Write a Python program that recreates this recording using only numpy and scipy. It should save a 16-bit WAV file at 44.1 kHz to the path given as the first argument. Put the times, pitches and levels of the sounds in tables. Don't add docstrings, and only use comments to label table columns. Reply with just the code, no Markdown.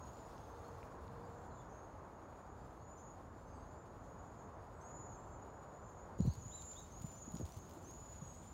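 import sys
import numpy as np
from scipy import signal
from scipy.fft import rfft, irfft, next_fast_len
from scipy.io import wavfile
from scipy.ndimage import map_coordinates

SR = 44100
rng = np.random.default_rng(int(sys.argv[2]) if len(sys.argv) > 2 else 0)


def unload_audio(sound):
    columns = np.transpose(np.atleast_2d(sound))
    steps = np.round(np.clip(columns, -1, 1) * 32767)
    wavfile.write(sys.argv[1], SR, steps.astype(np.int16))


N = 376173
TIME = np.arange(N) / SR
JUMP_S = 6.18

# freq_hz, gain_db
TWIG_SPECTRUM = [(500, -49), (2000, -0.5), (3500, 2.5), (6000, 3.5), (9000, 2), (12000, -4.5), (15500, 4)]


def amp(db):
    return 10 ** (np.asarray(db) / 20)


def unit(x):
    return x / np.sqrt(np.mean(x ** 2) + 1e-20)


def add(mix, start_s, sound):
    at = round(start_s * SR)
    sound = sound[max(0, -at):]
    part = mix[max(0, at):][:len(sound)]
    part += sound[:len(part)]


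def colour(x, spectrum):
    hz, db = np.transpose(spectrum)
    bins_hz = np.fft.rfftfreq(len(x), 1 / SR)
    gain = amp(np.interp(np.log(bins_hz + 1), np.log(hz), db))
    return irfft(rfft(x) * gain, len(x))


def noise(spectrum):
    return unit(colour(rng.standard_normal(next_fast_len(N)), spectrum)[:N])


def drift(rate_hz, size=N):
    at = np.arange(size) * rate_hz / SR
    return map_coordinates(rng.standard_normal(2048), [at % 2047], order=2, mode="mirror")


def jump_gain(open_db, close_db):
    return amp(np.where(TIME < JUMP_S, open_db, close_db))


def stir():
    return np.interp(TIME, [0.29, 1.7], [1, 0])


def trees(x, t60_s, wet_db):
    t = np.arange(SR // 2) / SR
    taps = rng.standard_normal(len(t)) * (rng.random(len(t)) < 1500 / SR)
    taps *= amp(-60 * t / t60_s) * (t > .003)
    return x + amp(wet_db) * signal.fftconvolve(x, taps / np.linalg.norm(taps))[:N]


def note(length_s, start_hz, crest_hz, end_hz, crest_share, db, buzz=0, flick_in=0, flick_out=.4):
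    flick_s, ramp_s = 0.01378, 0.0081
    t = np.arange(int(length_s * SR)) / SR
    progress, crest = t / length_s, np.clip(crest_share, .05, .95)
    climb = np.maximum(1 - progress / crest, 0)
    fall = np.maximum((progress - crest) / (1 - crest), 0)
    onset = (1 - flick_in) * climb ** 1.9 + flick_in * np.exp(-t / flick_s)
    ending = (1 - flick_out) * fall ** 2 + flick_out * np.exp((t - length_s) / flick_s)
    hz = crest_hz - (crest_hz - start_hz) * onset - (crest_hz - end_hz) * ending
    waver = (.002 + .008 * climb ** 2) * drift(169.1, len(t))
    hz *= 1 + waver + buzz * drift(340, len(t))
    phase = 2 * np.pi * np.cumsum(hz) / SR
    edges = np.clip(np.minimum(t, length_s - t) / ramp_s, 0, 1)
    level_db = db - 6.5 * onset - 5 * ending + 3 * drift(72.6, len(t))
    return edges * amp(level_db) * (np.sin(phase) + amp(-35) * np.sin(2 * phase))


def calls(rows, voice, echo_db=-12):
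    out = np.zeros(N)
    for (start_s, *shape), delays_s in zip(rows, rng.uniform(0.0035, .03, (len(rows), 2))):
        sound = voice(*shape)
        add(out, start_s, sound)
        for delay_s in delays_s:
            add(out, start_s + delay_s, amp(echo_db) * sound)
    return out


def whistle(length_s, climb_hz, top_hz, drop_hz, db, buzz=0, climb_s=.175):
    return note(length_s, top_hz - climb_hz, top_hz, top_hz - drop_hz, climb_s / length_s, db, buzz,
                flick_in=.43, flick_out=.55)


def near_whistles():
    # start_s, length_s, climb_hz, top_hz, drop_hz, level_db
    whistles = [ (-.1, 0.21, 708, 6730, 250, -67), (.02, 0.23, 793, 7050, 100, -71),
                (.19, 0.11, 794, 6960, 0, -75), (.34, 0.12, 600, 6550, 0, -77),
                (.45, .35, 790, 6520, 250, -78), (1.24, .27, 504, 7440, 102, -82),
                (1.25, 0.16, 250, 6800, 0, -78.5), (1.42, 0.21, 398, 7130, 200, -72),
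                (1.51, 0.31, 666, 6730, 253, -78), (1.685, 0.212, 841, 6610, 80, -73.5),
                (1.78, 0.11, 550, 6380, 0, -85), (2.125, 0.17, 600, 6730, 0, -81),
                (2.3, 0.22, 302, 7060, 150, -80), (2.803, 0.35, 610, 7030, 379, -68),
                (2.97, 0.16, 719, 6740, 50, -67), (3.45, 0.27, 397, 6490, 62, -74.5),
                (3.64, 0.21, 438, 7180, 100, -75.5), (3.84, 0.32, 760, 6890, 100, -77),
                (4.04, 0.43, 712, 6800, 520, -74), (4.14, 0.32, 304, 7200, 250, -80),
                (4.805, 0.36, 980, 6910, 653, -61.5), (4.85, 0.25, 451, 7240, 250, -70),
                (5.08, 0.31, 360, 7260, 300, -71.5), (5.29, 0.51, 714, 6890, 149, -73.5),
                (5.72, .35, 455, 7100, 480, -69), (5.815, 0.22, 890, 6700, 60, -74),
                (6.18, 0.054, 30, 6850, 346, -59.5), (6.18, 0.11, 101, 7020, 150, -67),
                (6.265, 0.4, 1200, 6894, 395, -62), (6.417, 0.36, 892, 7223, 295, -54),
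                (6.417, 0.42, 795, 6920, 850, -61), (6.73, 0.133, 50, 7200, 20, -63),
                (6.907, 0.41, 1250, 7040, 303, -59), (7.157, 0.29, 1002, 6850, 552, -59),
                (7.507, 0.16, 913, 6500, 2, -64), (7.68, 0.19, 200, 7180, 100, -73),
                (7.843, 0.48, 1100, 6890, 504, -58), (8.225, .14, 943, 6590, 0, -69),
                (8.32, .4, 860, 7090, 300, -64.5)]
    return calls(whistles, whistle)


def chorus(count=90):
    # freq_hz, gain_db
    flock_spectrum = [(3000, -80), (5500, -29), (6200, -5.5), (6750, -4), (7150, 3), (7500, -27),
                      (8300, -49), (11000, -70)]
    out = noise(flock_spectrum) * amp(-3.5 + 2 * drift(14))
    for k, (when, length, pitch, rise, size) in enumerate(rng.random((count, 5))):
        sound = whistle(length_s=.24 + .16 * length, climb_hz=550 + 450 * rise,
                        top_hz=6480 + 720 * pitch, drop_hz=300, db=6 * (size - .5), buzz=.005)
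        add(out, (k + when - 1) / count * N / SR, sound)
    return out * jump_gain(-84, -75)


def rustle(flicker_db=3):
    bands = [noise([(hz * 0.88, -30), (hz, 0), (hz * 2.7, -30)]) * amp(flicker_db * drift(70))
             for hz in np.geomspace(3500, 5000, 3)]
    return unit(sum(bands)) * jump_gain(-90 + 10 * stir(), -98)


def roar(lift_db=2):
    # freq_hz, gain_db
    spectrum = [(60, -11), (200, -5), (330, -2), (600, -0.5), (1000, -1.5), (1300, -7), (1600, -13.5),
                (2000, -21.5), (2800, -33), (5000, -48), (9000, -70)]
    # time_s, level_db
    contour = [(0.1, -57), (0.15, -57.5), (1.29, -56.5), (3.26, -59.5), (4.95, -57.5), (6.1, -58)]
    open_db = np.interp(TIME, *np.transpose(contour))
    return noise(spectrum) * jump_gain(open_db, -62) * amp(lift_db + 0.43 * drift(16))


def wind():
    # freq_hz, gain_db
    spectrum = [(15, -49), (30, -43), (42, -1.5), (60, -3.5), (82, -1), (125, -5.5), (180, -10),
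                (260, -13.5), (500, -33.5), (2000, -95)]
    return noise(spectrum) * jump_gain(-57.5, -57) * amp(drift(5.8))


def leaves():
    # freq_hz, gain_db
    spectrum = [(500, -1), (2000, 10), (3500, 8.5), (5000, 6), (8000, 3), (11000, 0), (15000, -2.5)]
    return noise(spectrum) * jump_gain(-80 + 5 * stir(), -74) * amp(1.4 * drift(30))


def feather_crackle(ring_s=0.0013):
    # start_s, length_s, level_db
    flurries = [(6.25, .11, -77), (7.01, 0.15, -71.5), (7.318, .085, -72), (7.45, .14, -70.5),
                (7.69, 0.074, -71)]
    open_per_s, calm_per_s, flurry_per_s = 76.5, 136, 391
    flurry = sum(amp(db) * ((TIME > start_s) & (TIME < start_s + length_s))
                 for start_s, length_s, db in flurries)
    rate_per_s = np.where(TIME < JUMP_S, open_per_s * stir(),
                          np.where(flurry > 0, flurry_per_s, calm_per_s))
    rate_per_s *= amp(3.1 * drift(40))
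    sizes = amp(3 * np.minimum(rng.exponential(1, N), 2.5))
    strikes = sizes * (rng.random(N) < rate_per_s / SR)
    force = np.maximum(flurry, jump_gain(-73.5, -74))
    envelope = signal.lfilter([1], [1, -np.exp(-1 / (ring_s * SR))], strikes * force)
    return envelope * noise(TWIG_SPECTRUM)


def wing_ticks(ring_s=0.00053):
    # start_s, peak_db, cutoff_hz
    ticks = [(.17, -54, 6000), (.19, -55.5, 5500), (.38, -53, 6000), (.83, -49, 2510), (1.08, -56.5, 4500),
             (6.206, -47, 9000), (6.278, -55, 15000), (6.337, -47, 15000), (6.622, -45, 15000),
             (6.716, -51, 15000), (6.733, -50.5, 6000), (7.001, -52, 15000), (7.021, -48, 14000),
             (7.035, -52, 13900), (7.061, -55, 15000), (7.116, -50, 15000), (7.32, -49, 15000),
             (7.338, -52, 15000), (7.353, -42.5, 16000), (7.37, -44, 6500), (7.386, -51, 14000),
             (7.454, -49, 15000), (7.465, -51, 15000), (7.522, -46, 15000), (7.695, -49, 15000),
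             (7.711, -50, 14000), (7.911, -50, 15000)]
    out = np.zeros(N)
    t = np.arange(1024) / SR - .002
    for start_s, peak_db, cutoff_hz in ticks:
        snap = rng.standard_normal(len(t)) * np.exp(-abs(t) / ring_s) * (t > 0)
        tick = colour(colour(snap, TWIG_SPECTRUM), [(cutoff_hz, 0), (2 * cutoff_hz, -36)])
        add(out, start_s + t[0], amp(peak_db) * tick / abs(tick).max())
    return out


def drone(pitch_hz=470):
    # centre_s, half_width_s, level_db
    swells = [(0.277, 0.1, -58.5), (0.68, 0.18, -57.5), (1.245, 0.2, -57)]
    envelope = sum(amp(db) * np.exp(-((TIME - centre_s) / half_s) ** 2) for centre_s, half_s, db in swells)
    envelope *= amp(2 * drift(14.5))
    hz = pitch_hz * (1 + 0.0122 * drift(30.26))
    return envelope * np.sin(2 * np.pi * np.cumsum(hz) / SR)


def near_chirps():
    # start_s, length_s, start_hz, crest_hz, end_hz, crest_share, level_db, buzz_share
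    chirps = [(.38, 0.079, 3280, 3450, 3350, .5, -80, .04), (.635, .06, 4220, 4350, 4250, 0.46, -78, 0.028),
              (1.22, .07, 4650, 4770, 4700, 0.46, -79, .02), (1.46, 0.19, 5000, 3430, 3300, 1, -81, 0.028),
              (3.47, 0.17, 4570, 4770, 4620, .5, -82, .04), (3.53, .095, 7700, 7900, 7800, .43, -81, 0.037),
              (4.73, 0.16, 7700, 7800, 7800, 0.6, -77, 0.03),
              (6.19, .17, 3930, 4380, 4380, 0.55, -67, 0.048),
              (6.5, 0.11, 2730, 4000, 3530, 0.43, -62.5, .005),
              (6.752, 0.065, 3100, 3860, 3830, 0.704, -61.5, 0.006),
              (8.25, 0.23, 7800, 7830, 9700, 0.12, -75.5, 0.018)]
    return calls(chirps, note)


def far_chirps(count=22):
    out = np.zeros(N)
    for when, length, pitch, sweep, size in rng.random((count, 5)):
        hz, glide_hz = 3300 + 1500 * pitch, 900 * (sweep - .5)
        chirp = note(0.04 + 0.12 * length, hz - glide_hz, hz, hz + glide_hz,
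                     crest_share=0.56, db=-86.5 - 6 * size, buzz=0.011)
        add(out, when * N / SR, chirp)
    return out


def swell(u):
    return u ** 2 * np.exp(2 - 2 * u)


def thud(t, hz, rise_cycles=1.15, sag=0.37, rough=0.36):
    u = t * hz / rise_cycles
    sinking_hz = hz * (1 + sag * (2 * np.exp(-u / 2) - 1))
    phase = 2 * np.pi * np.cumsum(sinking_hz) / SR
    return swell(u) * (np.sin(phase) + rough * drift(3.51 * hz, len(t)))


def bumps(scuff_rise_s=0.0051, body_hz=78.6, body_gain_db=21.5, body_lag_s=0.0124):
    # start_s, thud_db, pitch_hz, scuff_db
    contacts = [(6.186, -36.5, 99, -45), (6.1986, -26, 167, -41), (6.245, -31.5, 216, -38),
                (6.252, -29.5, 93, -45), (6.271, -28, 136, -47.5), (6.368, -43, 91, -76),
                (6.452, -41.5, 108, -66), (7.002, -45, 114, -70), (7.04, -37.5, 154, -64),
                (7.276, -42.5, 235, -58.5), (7.338, -38, 172, -55), (7.357, -44, 200, -52),
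                (7.394, -39, 150, -50), (7.407, -35.5, 257, -42), (7.421, -39, 86, -52),
                (7.56, -42.5, 96, -59), (8.216, -42.5, 166, -55)]
    # freq_hz, gain_db
    scuff_spectrum = [(60, -8), (200, 0.5), (320, 2.5), (450, -1.5), (600, -10), (900, -22.5), (2000, -65)]
    # freq_hz, gain_db
    bass_rolloff = [(25, -10), (55, -1)]
    out = np.zeros(N)
    t = np.arange(SR // 6) / SR
    for start_s, thud_db, pitch_hz, scuff_db in contacts:
        scuff = swell(t / scuff_rise_s) * unit(colour(rng.standard_normal(len(t)), scuff_spectrum))
        add(out, start_s, amp(thud_db) * thud(t, pitch_hz) + amp(scuff_db) * scuff)
        add(out, start_s + body_lag_s, amp(body_gain_db) * amp(thud_db) ** 2 * thud(t, body_hz))
    return colour(out, bass_rolloff)


def whirr(centre_s=7.82, half_width_s=0.2, level_db=-61.5, wingbeat_hz=17):
    # freq_hz, gain_db
    spectrum = [(120, -20), (240, -5), (360, 2), (480, -17), (900, -42)]
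    beats = 1 + 0.36 * np.sin(2 * np.pi * wingbeat_hz * TIME + drift(6))
    passing = np.exp(-((TIME - centre_s) / half_width_s) ** 2)
    return noise(spectrum) * beats * amp(level_db) * passing


def scene():
    whistles = trees(near_whistles() + chorus(), t60_s=0.79, wet_db=-10.5)
    chirps = trees(near_chirps() + far_chirps(), t60_s=0.36, wet_db=-7.5)
    flight = trees(feather_crackle() + wing_ticks(), t60_s=0.23, wet_db=-9) + whirr()
    air = rustle() + roar() + wind() + leaves() + drone()
    return (whistles + chirps + flight + air + bumps())[None]


def record(dry):
    low_hz, high_hz = 36, 15880
    bass_cut = signal.butter(4, low_hz, "high", fs=SR, output="sos")
    band_limit = signal.firwin(511, high_hz, window=("kaiser", 9), fs=SR)
    return signal.oaconvolve(signal.sosfilt(bass_cut, dry), band_limit[None], "same")


dry = scene()
out = record(dry)
unload_audio(out)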